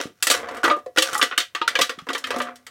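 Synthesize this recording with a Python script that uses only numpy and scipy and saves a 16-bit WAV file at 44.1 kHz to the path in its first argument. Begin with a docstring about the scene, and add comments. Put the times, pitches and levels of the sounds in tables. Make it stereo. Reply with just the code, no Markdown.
"""A boot heel crushes a thin metal can on a concrete floor, in a small hard-walled room.
Over faint room tone a first buckle cracks, small folds crinkle and the heel bumps dully: shaped noise.
More buckles follow, short noise cracks ringing the crumpled sheet, and the can grinds on the concrete.
From 0.63 s denser bursts come, where panels also pop through with hollow notes: decaying sines.
Crinkle, grinding and bumps swell and fade under and between the bursts; a last faint buckle is at 2.67 s."""
import sys
import numpy as np
from scipy import signal
from scipy.fft import rfft, irfft, next_fast_len
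from scipy.io import wavfile
from scipy.ndimage import map_coordinates

SR = 44100
rng = np.random.default_rng(int(sys.argv[2]) if len(sys.argv) > 2 else 0)


def generate_wav(sig):
    """Save sig (samples, or channels by samples) to the path in sys.argv[1] as 16-bit PCM at SR."""
    pcm = np.round(np.clip(np.atleast_2d(sig).T, -1, 1) * 32767).astype(np.int16)
    wavfile.write(sys.argv[1], SR, pcm)


N = 119070
SIZE = 16384  # samples per event
T, F = np.arange(SIZE) / SR, np.fft.rfftfreq(SIZE, 1 / SR)  # s, Hz
CRACK_T60_S = 0.012

# left-right correlation of the direct sound: (frequency [Hz], correlation [-1..1])
DIRECT_CORRELATION = [(510, 0.91), (610, -0.2), (1200, 0.83), (3000, 0.34), (9000, 0.14)]
# left-right correlation of the room sound: (frequency [Hz], correlation [-1..1])
ROOM_CORRELATION = [(150, 0.56), (490, 0.85), (620, 0.37), (1200, 0.29), (9000, -0.34)]


def amp(db):
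    """Decibels to gain."""
    return 10 ** (np.asarray(db) / 20)


def along(points, hz):
    """Interpolate (Hz, value) points on a log-frequency axis."""
    point_hz, value = np.transpose(points)
    return np.interp(np.log(hz + 1), np.log(point_hz + 1), value)


def fade(t, t60):
    """Exponential decay, -60 dB at t60."""
    return 1000. ** (-t / t60)


def unit(x):
    """Scale to energy 1, averaged over the channels."""
    return x / np.sqrt(np.mean(np.sum(x ** 2, -1)) + 1e-20)


def flat_power(gain):
    """Scale a gain curve to mean power 1 over frequency."""
    return gain / np.sqrt(np.mean(gain ** 2))


def causal(gain):
    """Minimum-phase response with this gain, by folding the cepstrum."""
    cepstrum = irfft(np.log(np.maximum(gain, 1e-6)))
    cepstrum[1:SIZE // 2] *= 2
    cepstrum[SIZE // 2 + 1:] = 0
    return np.exp(rfft(cepstrum))


def pair(correlation, size=SIZE):
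    """Stereo white noise with a given left-right correlation: cos(2 * turn) from mid and side."""
    hz = np.fft.rfftfreq(size, 1 / SR)
    turn = np.arccos(np.clip(along(correlation, hz), -1, 1)) / 2
    spectra = rfft(rng.standard_normal((2, size)))
    mid, side = irfft(spectra * [np.cos(turn), np.sin(turn)], size)
    return np.array([mid + side, mid - side])


def room():
    """Fresh room tail of noise, decaying at a rate set per frequency."""
    # reverberation: (frequency [Hz], t60 [s])
    room_t60 = [(400, 0.16), (2000, 0.17), (15000, 0.165)]
    hz, t, bins = signal.stft(pair(ROOM_CORRELATION), SR, nperseg=256)
    decayed = bins * fade(t, along(room_t60, hz)[:, None])
    tail = signal.istft(decayed, SR, nperseg=256)[1][:, :SIZE]
    return unit(tail * (1 - np.exp(-T / 0.008)))  # 8 ms build-up


def add(out, s, sound):
    """Mix a sound in at time s."""
    i = max(round(s * SR), 0)
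    out[:, i:i + SIZE] += sound[..., :N - i]


def can_gain():
    """Broad radiation of the can plus its lasting resonances, at mean power 1."""
    # broad radiation of the sheet: (frequency [Hz], gain [dB])
    sheet = [(25, -56), (70, -33), (190, -30.5), (260, -7.5), (500, -13), (980, -7), (1170, -2.5),
             (1700, -3), (2400, -7.5), (3100, -4), (4500, -10.5), (8000, -16), (13000, -26.5), (16000, -31)]
    # resonances of can and floor: (frequency [Hz], half-power width [Hz], power over the sheet [dB])
    body = [(358.4, 20, 3), (466, 21, 12.5), (521, 37, 15), (586, 38, 4), (716.3, 16.4, 13),
            (1182.5, 28, 7), (1944, 26, 7.5)]
    peaks = sum(amp(db) ** 2 / (1 + (2 * (F - hz) / width) ** 2) for hz, width, db in body)
    return flat_power(amp(along(sheet, F)) * np.sqrt(1 + peaks))


def creases():
    """Random resonances of the sheet in its present shape, at mean power 1."""
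    width_hz, depth_db = 110, 3  # each new crease shifts the resonances
    ripple = map_coordinates(rng.standard_normal(SIZE // 2), [F / width_hz])
    return flat_power(amp(depth_db * ripple))


def grains(levels, per_s, colour):
    """Many tiny catches at random moments ring the can and the room."""
    spread_db, room_db = 7, -3.5
    s, db = np.transpose(levels)
    hits = (rng.random(N) < per_s / SR) * rng.choice([-1, 1], N)
    grit = hits * amp(spread_db * rng.standard_normal(N))
    grit = grit / grit.std() * amp(np.interp(np.arange(N) / SR, s, db))
    ring = unit(pair(DIRECT_CORRELATION) * fade(T, CRACK_T60_S)) + amp(room_db) * room()
    answer = unit(irfft(rfft(ring) * causal(can_gain() * amp(along(colour, F)))))
    return signal.fftconvolve(grit[None], answer, axes=1)[:, :N]


def room_tone():
    """Faint steady air of the room: coloured noise."""
    # colour of the air: (frequency [Hz], gain [dB])
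    air_colour = [(25, -25.5), (80, 8.5), (200, 0), (600, -8.5), (16000, -11.5)]
    level_db = -64
    hz = np.fft.rfftfreq(N, 1 / SR)
    air = irfft(rfft(pair(ROOM_CORRELATION, size=N)) * amp(along(air_colour, hz)), N)
    return amp(level_db) * air / air.std()


def buckles():
    """Each buckle of the wall cracks, rings briefly under the boot and echoes in the room."""
    # buckles: (time [s], level before all_db [dB], bass, treble, top [dB re level])
    buckle_table = [(0.001, -31, 10.5, 8, -7), (0.225, -24, -8.5, 8, 21.5), (0.269, -21, -1, 9, 15),
                    (0.3, -19.5, 7.5, 8.5, 14.5), (0.312, -17.5, -13, 7.5, 14), (0.339, -17, -6, -4.5, -8),
                    (0.486, -27.5, -3, -9.5, -10), (0.511, -35, 2, -23, -5), (0.546, -32, 1, -13, -3),
                    (0.569, -28, -17, -13, -6), (0.632, -16, -5, -12, -13), (0.64, -10.5, -15.5, -12.5, -9),
                    (0.648, -16, -1.5, -0.5, -9.5), (0.655, -12, -10, -17, -13),
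                    (0.678, -11.5, -2, -17, -13.5), (0.699, -18, 3, 0, -24),
                    (0.711, -17.5, -12, -10.5, -13.5), (0.764, -35.5, 13, -19, -5),
                    (0.786, -43.5, 2.5, -8.5, -0.5), (0.861, -42.5, 18.5, -5.5, 0),
                    (0.961, -27, 2.5, -8, -5), (0.973, -12, -12, -1.5, -5), (0.983, -19.5, 2, 11, 14.5),
                    (1.022, -21.5, -8, 11, 13.5), (1.086, -29, -16, -11, -29), (1.13, -23.5, -3, -5, 5.5),
                    (1.145, -26, -32, -2.5, 9), (1.151, -15.5, -13, -15, -36), (1.178, -39, -7, 7.5, 26.5),
                    (1.193, -18, -14, -28, -31), (1.214, -12.5, -11, 4, -10), (1.226, -16, -0.5, 4.5, 6),
                    (1.312, -25.5, -7, -3, -25), (1.324, -19.5, -12.5, -11.5, -34),
                    (1.378, -16, -10.5, 4, 9), (1.402, -28.5, -7, 13.5, 5.5), (1.549, -18, -13.5, -2.5, -9),
                    (1.615, -27.5, 0, 9, -12), (1.677, -15.5, -15.5, 1, -1.5),
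                    (1.753, -19.5, -1, 6.5, -2.5), (1.789, -17.5, 6, 2.5, -1), (1.812, -16.5, -13, 4, 5.5),
                    (1.816, -22.5, -4, 13.5, 12), (1.894, -22.5, -2.5, 2, -2),
                    (1.987, -30.5, -11.5, -4.5, -7.5), (2.068, -31, 1.5, -12, -13),
                    (2.088, -19.5, -8, -5.5, -11.5), (2.102, -20.5, -2, -8.5, -14.5),
                    (2.131, -44, 15.5, 20.5, 21.5), (2.149, -18, -7, -5, -10.5), (2.179, -45, -7, 13.5, 22),
                    (2.24, -22, -30, 1.5, -8), (2.269, -28.5, -3.5, -3.5, 1),
                    (2.305, -17.5, -2.5, -5.5, -10), (2.34, -27.5, 4, -5, -12),
                    (2.362, -29, 12.5, -5.5, -4), (2.385, -38.5, 10, 2, 12.5), (2.402, -16.5, -4, -5, -32),
                    (2.417, -33, -16, 3.5, 8), (2.47, -27, -15, -14.5, -30), (2.485, -27.5, -9, -19, -32),
                    (2.557, -49, -20, 5.5, 14), (2.666, -37, -8.5, 1, 7)]
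    # bass, reference, treble and top: (frequency [Hz])
    band_hz = [650, 1250, 3400, 9000]
    all_db, ring_db, room_db = 28.5, 4, 0
    rise_tau_s, ring_t60_s = 0.0014, 0.067
    out, can = np.zeros((2, N)), can_gain()
    rise = 1 - np.exp(-T / rise_tau_s)
    for s, db, bass, treble, top in buckle_table:
        crack = unit(pair(DIRECT_CORRELATION) * rise * fade(T, CRACK_T60_S))
        ring = unit(pair(DIRECT_CORRELATION) * rise * fade(T, ring_t60_s))
        colour = list(zip(band_hz, [bass, 0, treble, top]))
        gain = can * amp(along(colour, F))
        blow = crack + amp(ring_db) * ring + amp(room_db) * room()
        snap = unit(irfft(rfft(blow) * causal(gain * creases())))
        colour_rms = np.sqrt(np.mean(gain ** 2))  # strong bands make a louder buckle
        add(out, s, amp(all_db + db) * colour_rms * snap)
    return out


def crinkling():
    """Small folds give way in many fine, bright catches."""
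    # (time [s], level [dB])
    crinkle_levels = [(.01, -27), (.11, -65), (.21, -59), (.33, -23), (.45, -49.5), (.68, -55.5), (.8, -78),
                      (.94, -75.5), (1.03, -27), (1.32, -48), (1.52, -83), (1.82, -59), (2.25, -60),
                      (2.41, -40), (2.55, -71)]
    # (frequency [Hz], gain [dB])
    crinkle_colour = [(500, -7), (2000, -4.5), (8000, -0.5)]
    return grains(crinkle_levels, 500, crinkle_colour)  # catches per s


def bumps():
    """The heel meets the floor with a dull push: a noise burst coloured in multiples of a pitch."""
    # (time [s], level [dB], pitch [Hz])
    bump_table = [(.055, -4, 311), (0.298, -24, 306), (1.13, -16, 262), (1.81, -7, 251), (1.979, -16, 230),
                  (2.022, -18, 170)]
    # heel colour: (multiple of the pitch, gain [dB])
    heel_colour = [(.1, -24.5), (.3, -9.5), (1, 2), (1.6, -3), (3, -29.5), (10, -57.5), (50, -75.5)]
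    t60_s, room_db = .012, -10.5
    out = np.zeros((2, N))
    for s, db, hz in bump_table:
        heel = causal(amp(along(heel_colour, F / hz)))
        push = unit(rng.standard_normal(SIZE) * fade(T, t60_s))
        bump = irfft(rfft(push + amp(room_db) * room()) * heel)
        add(out, s, amp(db) * unit(bump))
    return out


def grinding():
    """The can grinds on the concrete: dense, dark catches of grit."""
    # (time [s], level [dB])
    grind_levels = [(.2, -82.5), (.36, -32.5), (.58, -33.5), (.62, -61), (.65, -21.5), (.72, -42),
                    (.78, -76), (.92, -93.5), (1.1, -34.5), (1.5, -75), (1.75, -34.5), (2.03, -71),
                    (2.36, -33), (2.5, -39.5), (2.55, -62.5)]
    # (frequency [Hz], gain [dB])
    grit_colour = [(90, 19.5), (250, 9), (400, 2), (700, 6), (1400, 3.5), (3200, -8.5), (7000, -26.5)]
    return grains(grind_levels, 900, grit_colour)  # catches per s


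def pops():
    """A panel flips and rings at one note, which starts sharp and settles as the metal relaxes."""
    # (time [s], settled pitch [Hz], level [dB], t60 [s])
    pop_table = [(.635, 1380, -9, 0.078), (.640, 330.6, -15, 0.13), (.655, 1164, -17, 0.066),
                 (.677, 470, -20, 0.055), (.707, 320.5, -21.5, 0.15), (.709, 1207, -6.5, 0.15),
                 (.709, 586, -14, 0.18), (.864, 507.4, -29, 0.13), (.976, 323, -20.5, 0.17),
                 (.981, 514, -14.5, 0.17), (1.024, 532, -26, .26), (1.021, 3095, -17, 0.078),
                 (1.087, 1410, -13.5, 0.023), (1.153, 839, -20.5, 0.15), (1.152, 1280, -5.5, 0.018),
                 (1.194, 1214, -17, 0.085), (1.312, 1380, -17, 0.032), (1.377, 2920, 1.5, 0.016),
                 (1.615, 1228, -10.5, 0.067), (1.618, 928, -20, 0.18), (1.614, 342, -27, 0.086),
                 (1.679, 1455, 2.5, 0.015), (1.753, 1635, -10.5, 0.071), (1.759, 2326, -9, 0.04),
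                 (2.089, 272.4, -28.5, 0.28), (2.241, 258, -40, 0.63), (2.339, 543, -20.5, 0.055),
                 (2.363, 248.4, -28.5, 0.49), (2.404, 584, -21, 0.17)]
    # of the pitch; random waver roughens the note, and the bend starts it sharp
    waver_share, bend_share = 0.016, 0.023
    rise_tau_s, settle_tau_s, echo_db = 0.0014, 0.009, -15.0
    out = np.zeros((2, N))
    for s, hz, db, t60 in pop_table:
        waver = waver_share * map_coordinates(rng.standard_normal(SIZE // 2), [T / settle_tau_s * 2])
        bend = bend_share * np.exp(-T / settle_tau_s)
        phase = 2 * np.pi * np.cumsum(hz * (1 + waver + bend)) / SR
        # left-right phase offset gives the correlation at this pitch
        offset = np.arccos(np.clip(along(DIRECT_CORRELATION, hz), -1, 1)) * np.array([[.5], [-.5]])
        note = np.sin(phase + offset) * fade(T, t60) * (1 - np.exp(-T / rise_tau_s))
        echo = signal.fftconvolve(note, room(), axes=1)[:, :SIZE]
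        add(out, s, amp(db) * (note + amp(echo_db) * echo))
    return out


def scene():
    """Sum of can, heel and room."""
    return room_tone() + buckles() + crinkling() + bumps() + grinding() + pops()


def record(dry):
    """Round off the highest peaks, then low-pass very steeply."""
    ceiling, top_hz = .95, 16000
    held = dry / (1 + (dry / ceiling) ** 4) ** (1 / 4)
    size = next_fast_len(N + SIZE)
    passed = 1 / np.sqrt(1 + (np.fft.rfftfreq(size, 1 / SR) / top_hz) ** 240)
    return irfft(rfft(held, size) * passed, size)[:, :N]


dry = scene()
out = record(dry)
generate_wav(out)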